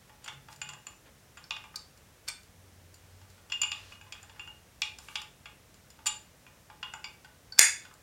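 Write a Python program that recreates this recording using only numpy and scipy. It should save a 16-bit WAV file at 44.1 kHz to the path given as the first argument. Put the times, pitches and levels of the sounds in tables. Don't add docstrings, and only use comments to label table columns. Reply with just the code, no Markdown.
import sys
import numpy as np
from scipy import signal
from scipy.fft import rfft, irfft
from scipy.io import wavfile

SR = 44100
rng = np.random.default_rng(int(sys.argv[2]) if len(sys.argv) > 2 else 0)


def int16_out(signal):
    q = np.round(np.clip(np.atleast_2d(signal).T, -1, 1) * 32767)
    wavfile.write(sys.argv[1], SR, q.astype(np.int16))


N = 353682


def amp(db):
    return 10 ** (np.asarray(db) / 20)


def evened(x):
    return x / np.sqrt(np.mean(x ** 2) + 1e-20)


def unit(rows):
    energy = np.sum(rows[:, :SR // 80] ** 2, axis=1, keepdims=True)
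    return rows / np.sqrt(energy * 100 / SR + 1e-20)


def read(points, hz):
    f, value = np.transpose(points)
    return np.interp(np.log(hz + 1), np.log(f), value)


def columns(rows):
    return np.transpose(rows)[:, :, None]


def add(mix, start_s, sound):
    part = mix[max(round(start_s * SR), 0):][:len(sound)]
    part += sound[:len(part)]


def band(x, lo_hz, hi_hz, order=3):
    edges_hz = [lo_hz, min(hi_hz, SR / 2 - 1000)]
    return signal.sosfilt(signal.butter(order, edges_hz, "band", fs=SR, output="sos"), x)


# (frequency [Hz], density [dB per Hz])
AIR_SPECTRUM = [(15, -54), (25, -31), (43, -5), (92, -2), (293, -13.5), (317, -14), (439, -14.5),
                (503, -13), (818, -18), (1100, -19), (1650, -19.5), (1790, -19.5), (4740, -25.5),
                (5570, -23), (16000, -31)]
AIR_RMS_DB = -59


def air():
    hz = np.fft.rfftfreq(N, 1 / SR)
    spectrum = rfft(rng.standard_normal(N)) * amp(read(AIR_SPECTRUM, hz))
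    return amp(AIR_RMS_DB) * evened(irfft(spectrum, N))


# (time [s], frequency [Hz], level [dB])
DRONE_PATHS = [
    [(.27, 132, -89), (.37, 137, -54.5), (.5, 137.5, -69), (.67, 141.2, -58.5), (.85, 144, -70)],
    [(2.42, 93.7, -70), (2.6, 93.4, -58.5), (2.95, 87.7, -60.5), (3.25, 93.6, -58.5), (3.5, 93.5, -69),
     (3.8, 94, -62.5), (4.35, 94, -63), (4.6, 93, -69)],
]


def drone(waver_rad):
    out = np.zeros(N)
    for path in DRONE_PATHS:
        s, hz, db = np.transpose(path)
        t = np.arange(s[0], s[-1], 1 / SR)
        wobble = np.interp(t, np.linspace(s[0], s[-1], 24), rng.standard_normal(24))
        phase = 2 * np.pi * np.cumsum(np.interp(t, s, hz)) / SR + waver_rad * wobble
        tone = np.sqrt(2) * np.sin(phase)
        add(out, s[0], tone * amp(np.interp(t, s, db)) * signal.windows.tukey(len(t), .1))
    return out


# (frequency [Hz], t60 [s])
ROOM_T60 = [(200, 0.15), (800, 0.3262), (2000, 0.34), (5000, 0.3474), (8000, 0.3054), (15000, 0.23)]
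# (frequency [Hz], level [dB])
ROOM_COLOUR = [(200, -7.5), (900, 7), (2000, 4), (3500, 3.5), (5000, -3), (7000, -2), (9000, 2),
               (12500, -8), (16000, -14.5)]


def garage(x, build):
    size = SR * 3 // 5
    colour = amp(read(ROOM_COLOUR, np.fft.rfftfreq(size, 1 / SR)))
    tail = irfft(rfft(rng.standard_normal(size)) * colour, size)
    hz, t, bins = signal.stft(tail, SR, nperseg=256)
    decay = amp(-60 * t / read(ROOM_T60, hz)[:, None])
    tail = signal.istft(bins * decay, SR, nperseg=256)[1][:size]
    tail *= amp(np.interp(np.arange(size) / SR, *np.transpose(build), left=-100))
    return signal.fftconvolve(x, tail / np.sqrt(SR / 50))[:N]


# (start [s], length [s], level before fades [dB], pitch that places the band [Hz])
SLIDES = [(0.204, 0.16, -60, 3500), (0.495, 0.058, -58, 7000), (1.046, 0.06, -61, 2200),
          (2.266, 0.05, -49, 4500), (2.88, 0.58, -72, 4580), (3.281, 0.12, -74, 7000),
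          (3.694, 0.32, -57.5, 3960), (3.976, 0.61, -65, 2000), (4.95, 0.32, -60, 8100),
          (7.785, 0.11, -61.5, 2500)]


def slides(grain_db):
    out = np.zeros(N)
    grains = rng.standard_normal(N) * amp(grain_db * np.minimum(rng.exponential(1, N), 6))
    for s, length_s, db, hz in SLIDES:
        rub = grains[round(s * SR):round((s + length_s) * SR)]
        stroke = evened(band(rub, hz / 8.3, hz * 1.34, order=2))
        add(out, s, amp(db) * stroke * signal.windows.tukey(len(stroke), .6))
    return out


# (low edge [Hz], high edge [Hz])
REGISTERS = [(680, 2100), (2100, 3050), (3100, 3800), (4000, 6400), (6500, 7650), (7700, 9700),
             (9800, 16000)]
PIVOT_HZ, TILT_TOP_OCTAVES = 4000, 1.3


def drive(strength_db, hardness_db_per_octave):
    octaves = np.log2(np.array(REGISTERS) / PIVOT_HZ).mean(axis=1)
    return strength_db + hardness_db_per_octave * np.minimum(octaves, TILT_TOP_OCTAVES)


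def blows(s, levels_db, loose, contact_s, lead_hz, modes, crack_db, chatter_db, free_t60_s, detune_hz):
    t = np.arange(SR // 4) / SR
    contact_s = np.maximum(contact_s, .0003) * np.ones_like(s)
    loose = np.clip(loose, 0, 1)
    rattle = np.exp(-t / contact_s) * (1 - np.exp(-t / (0.45 * contact_s)))
    grit = band(rng.standard_normal((len(s), len(t))) * rattle, 300, 10000, order=1)
    swell = 1 - np.exp(-t / (0.31 * contact_s))
    lead_decay = amp(-60 * t / (0.024 + free_t60_s * loose ** 2))
    lead = unit(swell * lead_decay * np.sin(2 * np.pi * lead_hz * t))
    chance = rng.standard_normal((len(s), len(modes), 3))
    sounds = 0
    for (lo, hi), level_db in zip(REGISTERS, columns(levels_db)):
        part = amp(crack_db) * (1 - loose) * unit(band(grit, lo, hi, order=4))
        for k, (hz, db, t60_s) in enumerate(modes):
            if lo <= hz < hi:
                phase, push, grip = columns(chance[:, k])
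                wave = np.sin(2 * np.pi * ((hz + detune_hz * grip) * t + phase))
                ring = unit(swell * amp(-60 * t / t60_s) * wave)
                part = part + amp(db + chatter_db * push) * ring
        share = loose * ((lo <= lead_hz) & (lead_hz < hi))
        blend = np.sqrt(1 - share) * unit(part) + np.sqrt(share) * lead
        sounds = sounds + amp(level_db) * unit(blend)
    out = np.zeros(N)
    for start_s, sound in zip(s[:, 0], sounds):
        add(out, start_s, sound)
    return out


# (time [s], strength [dB], hardness [dB per octave], looseness [0-1],
# contact time constant [s], lead mode [Hz])
SPRING_CLICKS = [(1.44, -62.5, -1, 0.35, .0025, 5300), (1.758, -48, 5.5, 0.3, .0035, 4670),
                 (2.279, -50.5, -2, 0.3, .0021, 4610), (2.2832, -38, 2.5, 0, .0042, 4430),
                 (7.0425, -56, -1.5, 0.48, .0018, 4770), (7.2465, -71, -9, 0.2, .003, 1485),
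                 (7.5224, -59, -2, 0.63, .0048, 4544), (7.578, -48, -4.5, 0.16, .0088, 4570),
                 (7.586, -31, 3, 0.11, .0089, 4580)]
# (frequency [Hz], level [dB], t60 [s])
SPRING_MODES = [(803, -12.5, 0.1), (1541, 4, 0.071), (2395, 2.5, 0.042), (3540, 8, 0.025),
                (4470, -0.5, 0.028), (4628, 0, 0.038), (5180, -3, 0.02), (5680, -12, .01), (7330, 1, .025),
                (7400, -2, 0.051), (8380, 0, 0.033), (8450, -8, 0.018), (8750, -5.5, 0.032)]
HELD_SPRING_DB = [-4.5, -3, -6.5, 1, -7, -4.5, -11]
LOOSE_SPRING_DB = [10.5, -20.5, -12, 28.5, 10.5, -21, -1]


def spring():
    s, db, hardness, loose, contact_s, lead_hz = columns(SPRING_CLICKS)
    levels_db = drive(db, hardness) + HELD_SPRING_DB + loose * LOOSE_SPRING_DB
    return blows(s, levels_db, loose, contact_s, lead_hz, SPRING_MODES,
                 crack_db=1.0, chatter_db=0.0, free_t60_s=.15, detune_hz=5.3)


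# (frequency [Hz], mean level [dB], t60 [s])
PAD_MODES = [(860, -1.5, 0.07), (1045, -10.5, 0.06), (1171, -2.5, 0.025), (1444, -0.5, 0.025),
             (1579, -1.5, 0.022), (1830, -3.5, 0.0067), (2450, -8, 0.024), (2520, 4, 0.036),
             (2717, 4.5, 0.017), (2863, 4, 0.052), (3368, -1, 0.029), (3490, -5.5, 0.12), (4320, -1, .03),
             (4720, 4, 0.016), (5030, 0, .015), (5530, 3.5, 0.0021), (7095, 10, 0.028), (7060, 5.5, 0.053),
             (7400, -9, 0.025), (8040, 3.5, 0.0048), (9200, -1.5, 0.025), (13400, -9, 0.05)]


def pad(s, levels_db, loose, contact_s, lead_hz):
    return blows(s, levels_db, loose, contact_s, lead_hz, PAD_MODES,
                 crack_db=3.5, chatter_db=3.0, free_t60_s=0.19, detune_hz=9.8)


# (time [s], strength [dB], hardness [dB per octave], lead mode [Hz])
BUMPS = [(.095, -57.5, 0.5, 870), (.4849, -49.5, 0.5, 864), (1.742, -57.5, -3, 1240),
         (3.378, -57.5, 3, 2550), (4.065, -58, 1.5, 1030), (4.15, -57.5, -0.5, 1200),
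         (4.235, -59, -1.5, 800), (4.361, -59, 0, 2780), (5.9894, -56.5, 0, 870), (6.6998, -52, -.5, 850),
         (7.246, -50, 3, 1485), (7.8507, -48, 2.5, 1480), (7.912, -63.5, -3.5, 1294)]
BUMP_DB = [1, -9.5, -12.5, -13.5, -20.5, -27, -28]
BUMP_LOOSE, BUMP_CONTACT_S = 0.39, .005


def bumps():
    s, db, hardness, lead_hz = columns(BUMPS)
    return pad(s, drive(db, hardness) + BUMP_DB, BUMP_LOOSE, BUMP_CONTACT_S, lead_hz)


# (time [s], strength [dB], hardness [dB per octave])
TICKS = [(.5268, -60, -3), (.5607, -66.5, 5), (1.975, -68, 0), (2.432, -70, 3), (2.9423, -64, 3.5),
         (3.215, -68, -6.5), (3.301, -70, 2), (4.9862, -53.5, -1.5), (5.217, -53.5, -2), (5.7424, -66.5, 0),
         (5.9031, -62, 1.5), (7.9385, -71, 9)]
TICK_DB = [-4, -5.5, -9, 3.5, 2, -4, -6.5]
TICK_LOOSE, TICK_CONTACT_S, TICK_LEAD_HZ = 0.067, 0.0023, 7200


def ticks():
    s, db, hardness = columns(TICKS)
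    return pad(s, drive(db, hardness) + TICK_DB, TICK_LOOSE, TICK_CONTACT_S, TICK_LEAD_HZ)


# (time [s], strength [dB], hardness [dB per octave], flat-to-corner [0-1],
# looseness [0-1], contact time constant [s], lead mode [Hz])
KNOCKS = [(0.2429, -46.5, 6, 0.75, 0.07, 0.003, 2850), (0.26, -47.0, -0.5, 0.77, 0.2, 0.0043, 3000),
          (0.2784, -39.0, -1.5, 0.41, 0.01, 0.0067, 3000), (0.6155, -36.5, 1.5, 0.76, 0.41, 0.0044, 2900),
          (0.6895, -41.5, 2.0, 0.71, 0.28, 0.0049, 2730.0), (0.7343, -47.5, 0, 0.88, 0.27, 0.003, 2640),
          (0.868, -42.5, 3, 0.93, 0.35, 0.0022, 2620), (1.3714, -49.0, -1.5, 0.77, 0.21, 0.0078, 2700),
          (1.5075, -36, -1, 0.0, 0.24, 0.0016, 2460), (1.565, -45.5, -2, 0.27, 0.2, 0.0038, 2860.0),
          (1.6388, -53.5, -4.0, 0.59, 0.3, 0.0085, 2400.0), (3.4995, -48.5, 1, 0.3, 0.15, 0.0071, 2930),
          (3.5202, -35.0, 1.5, 0.29, 0.59, 0.0046, 2830.0), (3.616, -29, 6.5, 0.77, 0.56, 0.0036, 2830.0),
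          (3.633, -36.5, 0, 0.24, 0.56, 0.0032, 2860), (3.7172, -34.0, 2.5, 0.28, 0.33, 0.0026, 2550),
          (3.9206, -54.5, -3.5, 0.34, 0.47, 0.0063, 2870.0), (4.0124, -55, -2.0, 0.7, 0.4, 0.0025, 2560),
          (4.123, -41, 3.5, 0.33, 0.27, 0.0041, 2630), (4.2294, -53.5, 5.5, 1.0, 0.16, 0.0011, 2840.0),
          (4.2952, -54, -1.5, 0.5, 0.08, 0.0042, 2730), (4.395, -48.0, -2, 0.45, 0.7, 0.0012, 2795),
          (4.4748, -53.5, -4, 0.58, 0.63, 0.0025, 2840.0), (4.8188, -28.5, 4, 0.11, 0.29, 0.0018, 2400),
          (5.0849, -49.5, -3, 0.53, 0.39, 0.002, 2300), (5.1552, -33.0, 1, 0.15, 0.16, 0.004, 2300),
          (5.4566, -48.5, -3, 0.29, 0.24, 0.0043, 2610), (6.0585, -33.5, 2.5, 0.89, 0.04, 0.0057, 2900.0),
          (6.066, -24.5, 7, 0.72, 0.23, 0.0066, 2846), (6.4658, -59.5, -4.5, 0.49, 0.4, 0.0038, 2470),
          (6.8285, -41.0, -4, 0.21, 0.33, 0.0051, 2810), (6.937, -41.5, -2.0, 0.96, 0.2, 0.0021, 2620.0),
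          (7.0422, -42.5, 0, 0.43, 0.45, 0.0047, 2300)]
FLAT_PAD_DB = [-8.5, -4, 0.5, -5, -19, -21, -28.5]
CORNER_DB = [6, -7.5, -14, -7.5, 13, 8.5, 4]
LOOSE_PAD_DB = [-1.5, 20, -7, -1, 13, -17, -12]


def knocks():
    s, db, hardness, corner, loose, contact_s, lead_hz = columns(KNOCKS)
    levels_db = drive(db, hardness) + FLAT_PAD_DB + corner * CORNER_DB + loose * LOOSE_PAD_DB
    return pad(s, levels_db, loose, contact_s, lead_hz)


SNAP_S = 7.592


def jolt(db, decay_s):
    t, out = np.arange(SR // 10) / SR, np.zeros(N)
    push = evened(band(rng.standard_normal(len(t)), 170, 700, order=2))
    add(out, SNAP_S, amp(db) * np.exp(-t / decay_s) * push)
    return out


# (frequency [Hz], nominal width [Hz], level [dB])
SEAT_RESONANCES = [(900, 48, -19), (1237, 340, -22.5), (1720, 260, -6), (1934, 180, -9), (2160, 210, -3.5),
                   (2535, 220, -7), (2800, 180, -16), (3490, 120, -7), (4290, 640, -14.5), (4800, 82, -9.5),
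                   (4870, 320, -1.5), (5790, 160, -2.5), (6740, 440, 1.5), (7000, 250, 2.5),
                   (7400, 170, -2), (8050, 370, -8), (8910, 380, -2), (9420, 64, -3), (10750, 2100, -15),
                   (12800, 2300, -13), (15000, 1550, -29)]


def snap(db, spread_s, skirt):
    size = 8192
    f = np.fft.fftfreq(size, 1 / SR)
    power = sum(amp(level_db) ** 2 / (1 + (2 * (abs(f) - hz) / width_hz) ** 2) ** skirt
                for hz, width_hz, level_db in SEAT_RESONANCES)
    causal = np.exp(np.conj(signal.hilbert(.5 * np.log(power + 1e-10))))
    dispersion = np.exp(-1j * np.pi * spread_s * f * abs(f) / (SR / 4))
    impulse = np.fft.ifft(causal * dispersion).real[None, :size // 2]
    out = np.zeros(N)
    add(out, SNAP_S, amp(db) * unit(impulse)[0])
    return out


# (time [s], level [dB])
ROOM_BUILD = [(.002, -28.5), (.008, 0), (0.017, -1), (0.021, -3.5), (.035, -2), (.06, -2.5)]
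# (time [s], level [dB])
FAR_BUILD = [(.002, -3.5), (.009, -11), (.016, -3), (0.022, 2.5), (.029, -3), (.037, 1), (.06, 0.5),
             (.1, 1)]


def scene():
    plates = knocks() + ticks() + bumps()
    clicks = spring()
    slam = snap(db=-8.5, spread_s=0.000991, skirt=1.62) + jolt(db=-26.0, decay_s=0.0019)
    room = garage(amp(-3.5) * plates + amp(-3) * clicks, ROOM_BUILD) + garage(slam, FAR_BUILD)
    background = slides(grain_db=2.5) + air() + drone(waver_rad=0.24)
    return (plates + clicks + slam + room + background)[None]


EDGE_HZ = 16100


def record(dry):
    clipped = np.clip(dry, -.92, .92)
    lowpass = signal.firwin(255, EDGE_HZ, window=("kaiser", 8), fs=SR)
    return signal.oaconvolve(clipped, lowpass[None], "same")


dry = scene()
out = record(dry)
int16_out(out)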